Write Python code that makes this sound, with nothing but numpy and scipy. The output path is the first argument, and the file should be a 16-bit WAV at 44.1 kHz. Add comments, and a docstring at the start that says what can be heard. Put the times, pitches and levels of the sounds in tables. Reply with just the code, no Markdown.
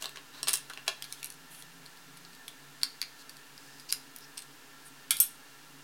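"""Small room, wooden table, faint fan hum. A small screwdriver is put down and rattles on its bits.
A small disk drive is picked up, turned in the hands and its cover prised off with sharp snaps;
the thin metal cover is laid down and clinks. Each contact is a noise crack, a ping and the ringing
modes of the body; sliding is a dense run of tiny slips."""
import sys
import numpy as np
from scipy import signal
from scipy.fft import rfft, irfft
from scipy.io import wavfile
from scipy.ndimage import uniform_filter1d

SR = 44100
rng = np.random.default_rng(int(sys.argv[2]) if len(sys.argv) > 2 else 0)


def digitize_waveform(pressure):
    """Quantize a signal to 16-bit integers and store it at the path in sys.argv[1].

    Rows of a 2-D input are taken as channels; values are limited to [-1, 1].
    """
    field = np.atleast_2d(pressure).T
    bounded = np.clip(field, -1, 1)
    quanta = np.round(bounded * 32767).astype(np.int16)
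    wavfile.write(sys.argv[1], SR, quanta)


N = 257103

# wooden table modes: f/Hz, level/dB, t60/s
TABLE_MODES = [(394, -3.5, 0.082), (650, -14, 0.06), (780, -17, 0.046), (1080, -1, 0.029),
               (1520, -3, 0.0083), (1720, -1.5, 0.034), (2690, 1, 0.02), (3240, 0, 0.017), (3995, -3, 0.04),
               (4870, -16, 0.049)]


def from_db(db):
    """Decibels to gain."""
    return 10 ** (np.asarray(db) / 20)


def rms_one(x):
    """Scale to rms 1."""
    return x / np.sqrt(np.mean(x ** 2) + 1e-20)


def decay(t, t60_s):
    """Exponential fall, 60 dB in t60_s."""
    return from_db(-60 * t / t60_s)


def butter(x, hz, kind="band", order=2):
    """Butterworth filter."""
    return signal.sosfilt(signal.butter(order, hz, kind, fs=SR, output="sos"), x)


def resonance(x, hz, width_hz):
    """Two-pole resonance, peak gain 1."""
    r = np.exp(-np.pi * width_hz / SR)
    feedback = [1, -2 * r * np.cos(2 * np.pi * hz / SR), r * r]
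    return signal.lfilter(np.array([1, 0, -1]) * (1 - r * r) / 2, feedback, x)


def add(out, start_s, sound):
    """Mix a sound in at start_s."""
    at = round(start_s * SR)
    out[at:at + len(sound)] += sound[:N - at]


def balanced(x, levels_db, samples):
    """Set bass, mid and treble rms, taken over the first samples."""
    # bass, mid, treble: low/Hz, high/Hz
    bands = [(330, 2000), (2000, 6500), (6500, 17000)]
    parts = [butter(butter(x, edges), edges) for edges in bands]
    return sum(from_db(db) * part / np.std(part[:samples]) for db, part in zip(levels_db, parts))


def room_air():
    """Steady, smooth hiss at rms 1."""
    # air spectrum: f/Hz, relative density/dB
    spectrum = [(15, -62), (25, -24.5), (97, -22), (149, -7), (212, -15), (270, -2.5), (326, -11.5),
                (439, -12), (591, -15), (911, -8), (1130, -11.5), (1650, -9), (2000, -12.5), (4250, -13.5),
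                (16000, -23)]
    points_hz, levels_db = np.transpose(spectrum)
    hz = np.maximum(np.fft.rfftfreq(N, 1 / SR), 1)
    gain = from_db(np.interp(np.log(hz), np.log(points_hz), levels_db))
    return rms_one(irfft(rfft(rng.standard_normal(N)) * gain, N))


def fan():
    """Fan noise through the narrow resonances of its housing."""
    # housing resonances: f/Hz, nominal width/Hz, level/dB
    peaks = [(142.6, 7.3, -68.5), (276.4, 27, -68.5), (421, 55, -72), (887, 73, -87), (1364, 33, -67.5),
             (1661, 20, -68.5), (1782.4, 30, -66), (2784, 57, -70.5)]
    out = np.zeros(N)
    for hz, width_hz, db in peaks:
        hum = resonance(rng.standard_normal(N), hz, 1.1 * width_hz)
        out += from_db(db) * rms_one(resonance(hum, hz, 1.1 * width_hz))
    return out


def drone(hz):
    """A faint low tone comes and goes."""
    # drone envelope: t/s, rms level/dB
    envelope = [(1.25, -92), (1.36, -69.5), (1.8, -63.5), (1.9, -76), (2.03, -68.5), (2.3, -61),
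                (2.45, -95)]
    t = np.arange(N) / SR
    return from_db(np.interp(t, *np.transpose(envelope))) * np.sqrt(2) * np.sin(2 * np.pi * hz * t)


def room_reverb(x, early_db, early_t60_s, late_db):
    """Near echoes, quick scatter from clutter, then a short tail that dies first in the treble."""
    # room tail: f/Hz, t60/s, level/dB
    tail = [(398, .35, -3.5), (1190, 0.26, 3.5), (3430, 0.29, 0), (8100, 0.27, -4.5), (14900, 0.2, -4)]
    # echoes off the table and nearby things: t/s, level/dB
    echoes = [(.0045, -31), (.0085, -31), (0.01, -16.5)]
    t = np.arange(SR // 2) / SR
    response = np.zeros(len(t))
    edges_hz = np.geomspace(200, 18000, num=10)
    points_hz, t60s, levels_db = np.transpose(tail)
    for low, high in zip(edges_hz, edges_hz[1:]):
        log_centre = np.log(low * high) / 2
        t60_s = np.interp(log_centre, np.log(points_hz), t60s)
        db = np.interp(log_centre, np.log(points_hz), levels_db)
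        fade = from_db(early_db) * decay(t, early_t60_s) + from_db(late_db) * decay(t, t60_s)
        response += from_db(db) * fade * butter(rng.standard_normal(len(t)), (low, high))
    response *= np.clip((t - .004) / .002, 0, 1)  # 4 ms pre-delay
    for delay_s, db in echoes:
        response[round(delay_s * SR)] += from_db(db)
    return signal.fftconvolve(x, response)[:N]


def sliding(grain_db, focus_db, wood_db, lift_s):
    """Tiny uneven slips swell, fade and stir the wood; less bass once the drive is lifted."""
    # fingers and parts sliding: start/s, end/s, mid level/dB, treble re mid/dB, favoured f/Hz
    rubs = [(0, 0.065, -49, 2, 4030), (0.322, 0.43, -51, -7, 3960), (0.696, .72, -51, -13, 1542),
            (0.859, 0.897, -52, -2, 2787), (1.063, 1.241, -57, 1, 3310), (1.489, 1.64, -56.5, 5, 10420),
            (3.181, 3.231, -54.5, -1.5, 4220), (3.537, 3.88, -64, 3, 4800), (3.886, 3.914, -37, -8.5, 4750),
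            (4.203, 4.26, -53.5, -11, 5200), (4.845, 4.892, -68.5, 18, 9300)]
    out = np.zeros(N)
    for start_s, end_s, db, treble_db, pitch_hz in rubs:
        n = round((end_s - start_s) * SR)
        noise = rng.standard_normal(n)
        grain = rms_one(uniform_filter1d(rng.standard_normal(n), size=60))
        slips = noise * from_db(grain_db * grain)
        focus = resonance(slips, pitch_hz, width_hz=.17 * pitch_hz)
        wood = sum(from_db(mode_db) * resonance(slips, hz, 5 / t60) for hz, mode_db, t60 in TABLE_MODES)
        rub = slips + from_db(focus_db) * focus + from_db(wood_db) * wood
        rub *= signal.windows.tukey(n, .5)
        bass_db = -1.5 if start_s < lift_s else -19
        bass_db -= 8.5 * np.log2(pitch_hz / 4000)  # a lower, heavier scrape has more bass
        add(out, start_s, balanced(rub, (db + bass_db, db, db + treble_db), samples=n))
    return out


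def bouncing(rows, bounces=2, loss_db=7, gap_ratio=.9, rebound_t60_s=.0088):
    """One row per contact; gaps over 2 ms add crisp rebounds, each weaker and sooner."""
    contacts = []
    for at_s, db, treble_db, t60_s, ping_hz, ping_db, gap_s in rows:
        contacts.append((at_s, db, treble_db, t60_s, ping_hz, ping_db))
        for k in range(bounces if gap_s > .002 else 0):
            at_s += gap_s * gap_ratio ** k
            contacts.append((at_s, db - (k + 1) * loss_db, treble_db, rebound_t60_s, ping_hz, ping_db))
    return contacts


def strikes(contacts, modes, colour, ring_db, lowest_hz, soft_hz, rise_s, bass_db, bass_db_per_db,
            ping_width_hz):
    """Each contact cracks, pings and rings the body's modes; harder means more treble, less bass."""
    out, t = np.zeros(N), np.arange(SR // 8) / SR
    for at_s, db, treble_db, t60_s, ping_hz, ping_db in contacts:
        force = (decay(t, t60_s) + decay(t, .0025)) * (1 - np.exp(-t / rise_s))
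        crack = rng.standard_normal(len(t)) * force
        ping = np.sin(2 * np.pi * ping_hz * t) * np.exp(-np.pi * ping_width_hz * t)
        ping *= np.linalg.norm(crack) * 2 * np.pi * ping_width_hz / SR  # peak level with crack spectrum
        sound = crack + from_db(ping_db) * ping
        for hz, width_hz, hump_db in colour:
            sound += (from_db(hump_db) - 1) * resonance(sound, hz, width_hz)
        for hz, mode_db, mode_t60_s in modes:
            strength = from_db(mode_db + ring_db + rng.normal(0, .48)) * rng.choice([-1, 1])
            sound += strength * np.sin(2 * np.pi * hz * t) * decay(t, mode_t60_s)
        sound = butter(sound, soft_hz, "low")  # soft contact: little treble
        sound = butter(sound, lowest_hz, "high", order=4)  # small body: little bass
        levels_db = (db + bass_db + bass_db_per_db * treble_db, db, db + treble_db)
        add(out, at_s, balanced(sound, levels_db, samples=SR // 200))
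    return out


def finger_ticks(start_s, end_s, per_s):
    """Contact rows: fingers tick faintly on the case at random moments."""
    treble_db, t60_s, ping_hz, ping_db = -1, .012, 4560, 13
    draws = rng.uniform(-1.1, 1, (round(per_s * (end_s - start_s)), 2))
    return [(start_s + (end_s - start_s) * (when + 1) / 2, db, treble_db, t60_s, ping_hz, ping_db)
            for when, db in draws + (0, -57)]  # about -57 dB


def table_taps():
    """Screwdriver and drive knock on the table; the wood rings."""
    # knocks: t/s, mid level/dB, treble re mid/dB, crack t60/s, ping f/Hz, ping/dB, bounce gap/s
    knocks = [(0.0237, -38.5, 0, 0.012, 2800, 10, 0.00038), (0.0424, -37.5, -13, 0.02, 3670, 18, 0.00057),
              (0.0565, -35, -6.5, 0.011, 4080, 14, 0), (0.0927, -50, 1, .012, 2730, 13, 0.00039),
              (0.1585, -45.5, -8, .036, 1680, 19, 0), (0.1718, -42, -15, .007, 2680, 15, 0.0005),
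              (0.4304, -34.5, 3, .0086, 5500, 14, 0.0017), (0.4717, -33, -11, .075, 4238, 7, 0.00041),
              (0.4782, -38, 1, .007, 8800, 8, 0), (0.4828, -28.5, 3.5, 0.042, 8526, 10, 0.0018),
              (0.4925, -35, 6, .0083, 9780, 14, .015), (0.5318, -39, 14, .06, 9800, -9, 0),
              (0.5376, -32, 7, .028, 9600, 8, .018), (0.6982, -45.5, -3, 0.023, 700, 13, 0.0021),
              (0.7349, -44.5, -6, .017, 4220, 9, 0.00015), (0.7743, -41, -15, 0.019, 2730, 16, 0.00032),
              (0.8788, -24.5, -8, 0.019, 3280, 5.5, 0)]
    # humps and hollows in the table's radiation: f/Hz, width/Hz, gain/dB
    colour = [(482, 120, -7.5), (665, 190, 0), (1076, 150, 8), (3220, 910, 0.5), (2170, 1300, -3.5),
              (7200, 1800, -3.5), (9250, 1600, 1), (14900, 1200, 5.5)]
    return strikes(bouncing(knocks), TABLE_MODES, colour, ring_db=-14.5, lowest_hz=374, soft_hz=8500,
                   rise_s=.00022, bass_db=-10.5, bass_db_per_db=-.22, ping_width_hz=250)


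def cover_clinks():
    """The loose metal cover lands, rocks and rings brightly."""
    # clinks: t/s, mid level/dB, treble re mid/dB, crack t60/s, ping f/Hz, ping/dB, bounce gap/s
    clinks = [(5.1072, -24, 3.6, 0.014, 10150, 24, 0.00083), (5.1681, -41, 6.4, .015, 9500, 19, .019),
              (5.2012, -38.5, 22.7, 0.0091, 11900, 8, 0), (5.2046, -35.5, 16.8, .0052, 11930, 21, 0),
              (5.2192, -51.5, 26.6, 0.039, 8830, 42, 0), (5.2286, -40, 9.6, .016, 9970, 9, 0.0015)]
    # cover modes: f/Hz, level/dB, t60/s
    modes = [(1455, -4, 0.028), (2430, -19.5, 0.068), (3300, -14, 0.14), (3440, -4, 0.038),
             (4570, -21, 0.16), (5560, -5.5, 0.044), (8030, -4, 0.074), (8230, 2, 0.038),
             (8700, 1.5, 0.069), (8400, -13, .05), (9700, -12, .05), (10250, 5.5, 0.055), (11300, -5, .06),
             (11950, 7, 0.044), (12500, 0, 0.049), (12500, -14, .06), (12900, -13, .05), (15100, 1, .05)]
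    # cover radiation: f/Hz, width/Hz, gain/dB
    colour = [(1940, 460, -15), (6460, 2300, -6), (15300, 2200, 2)]
    return strikes(bouncing(clinks), modes, colour, ring_db=-15.5, lowest_hz=1110, soft_hz=14000,
                   rise_s=.00018, bass_db=-16, bass_db_per_db=-.22, ping_width_hz=64)


def case_snaps():
    """The drive case clicks in the hands and snaps as its cover is prised off."""
    # snaps: t/s, mid level/dB, treble re mid/dB, crack t60/s, ping f/Hz, ping/dB, bounce gap/s
    snaps = [(1.0231, -38, -2, 0.013, 3300, 14, 0.0011), (1.0417, -43, -4, 0.073, 4180, 7, 0),
             (1.1248, -41.5, 5, .013, 6300, 4.4, 0.00046), (1.2294, -40, -2, 0.0068, 2730, 15, 0.02),
             (1.2442, -45.5, 11, 0.0053, 11200, 6, 0.014), (1.302, -49.5, 7, 0.017, 10100, 6.3, .0207),
             (1.6234, -49.5, 1, 0.0082, 3320, 9, 0), (1.8617, -48.5, -4.5, 0.0061, 4250, 19, 0),
             (2.1711, -55, 4, 0.039, 10400, 8, 0), (2.2498, -48.5, -11, .006, 4400, 19, 0),
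             (2.4804, -40.5, -1.5, .022, 3400, 16, 0.0012), (2.8157, -47, -9, .022, 3730, 8.14, 0),
             (2.8323, -22.5, -5, 0.011, 4550, 16.3, 0), (3.0158, -29.5, -6, 0.0077, 4700, 11.3, 0),
             (3.0269, -34.5, -15, 0.011, 4500, 13, 0.0017), (3.2943, -46.5, 0, 0.021, 4630, 12, 0.00015),
             (3.3683, -53, 0, 0.0059, 4500, 12, 0), (3.5785, -50.5, -3, 0.012, 4940, 21, 0.00064),
             (3.7974, -50.5, -0.5, 0.027, 4930, 15, 0), (3.9179, -48, 6, 0.026, 10040, 10, 0.00085),
             (3.9248, -28.5, 5, .0085, 5000, 4.6, 0), (4.1618, -52.5, 10.5, .0085, 14170, 18, 0.024),
             (4.3736, -46, -1, .03, 5126, 16, 0.00084), (4.3781, -42, 3.5, .035, 8510, 16, .013),
             (4.4212, -50.5, 3, .034, 8050, 16, 0.002)]
    # case modes: f/Hz, level/dB, t60/s
    modes = [(1500, 3, 0.033), (2880, -29, .02), (3130, -27, 0.023), (4000, 8, 0.019), (4280, 9, 0.021),
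             (4650, -12, 0.031), (5250, -4, 0.027), (5730, 4, 0.027), (8300, -5, 0.033),
             (10000, -10, 0.024), (11000, -1, 0.033)]
    # case radiation: f/Hz, width/Hz, gain/dB
    colour = [(2180, 500, 2), (4430, 600, 3.5), (7330, 3000, -7), (10400, 1800, 2), (15300, 1200, 0)]
    contacts = bouncing(snaps) + finger_ticks(start_s=1.3, end_s=3.9, per_s=2.5)
    return strikes(contacts, modes, colour, ring_db=-26, lowest_hz=950, soft_hz=9500,
                   rise_s=.0004, bass_db=-20.5, bass_db_per_db=-.2, ping_width_hz=380)


def scene():
    """Close handling sounds and their reverb over the room's background; mono."""
    background = from_db(-54.77) * room_air() + from_db(-.5) * fan() + drone(hz=168.2)
    rubs = from_db(-5) * sliding(grain_db=3, focus_db=27, wood_db=13, lift_s=1)
    taps = table_taps()
    clinks = cover_clinks()
    snaps = case_snaps()
    send = from_db(-.5) * taps + from_db(-2.5) * snaps + from_db(1.7) * clinks + from_db(-7.5) * rubs
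    reverb = room_reverb(send, early_db=-33, early_t60_s=.097, late_db=-36.5)
    return (background + reverb + rubs + taps + clinks + snaps)[None]


def record(dry):
    """Steep low-pass at 16.2 kHz, plus the converter's small DC offset."""
    return signal.sosfilt(signal.ellip(10, .1, 80, 16200, fs=SR, output="sos"), dry) + .001


dry = scene()
out = record(dry)
digitize_waveform(out)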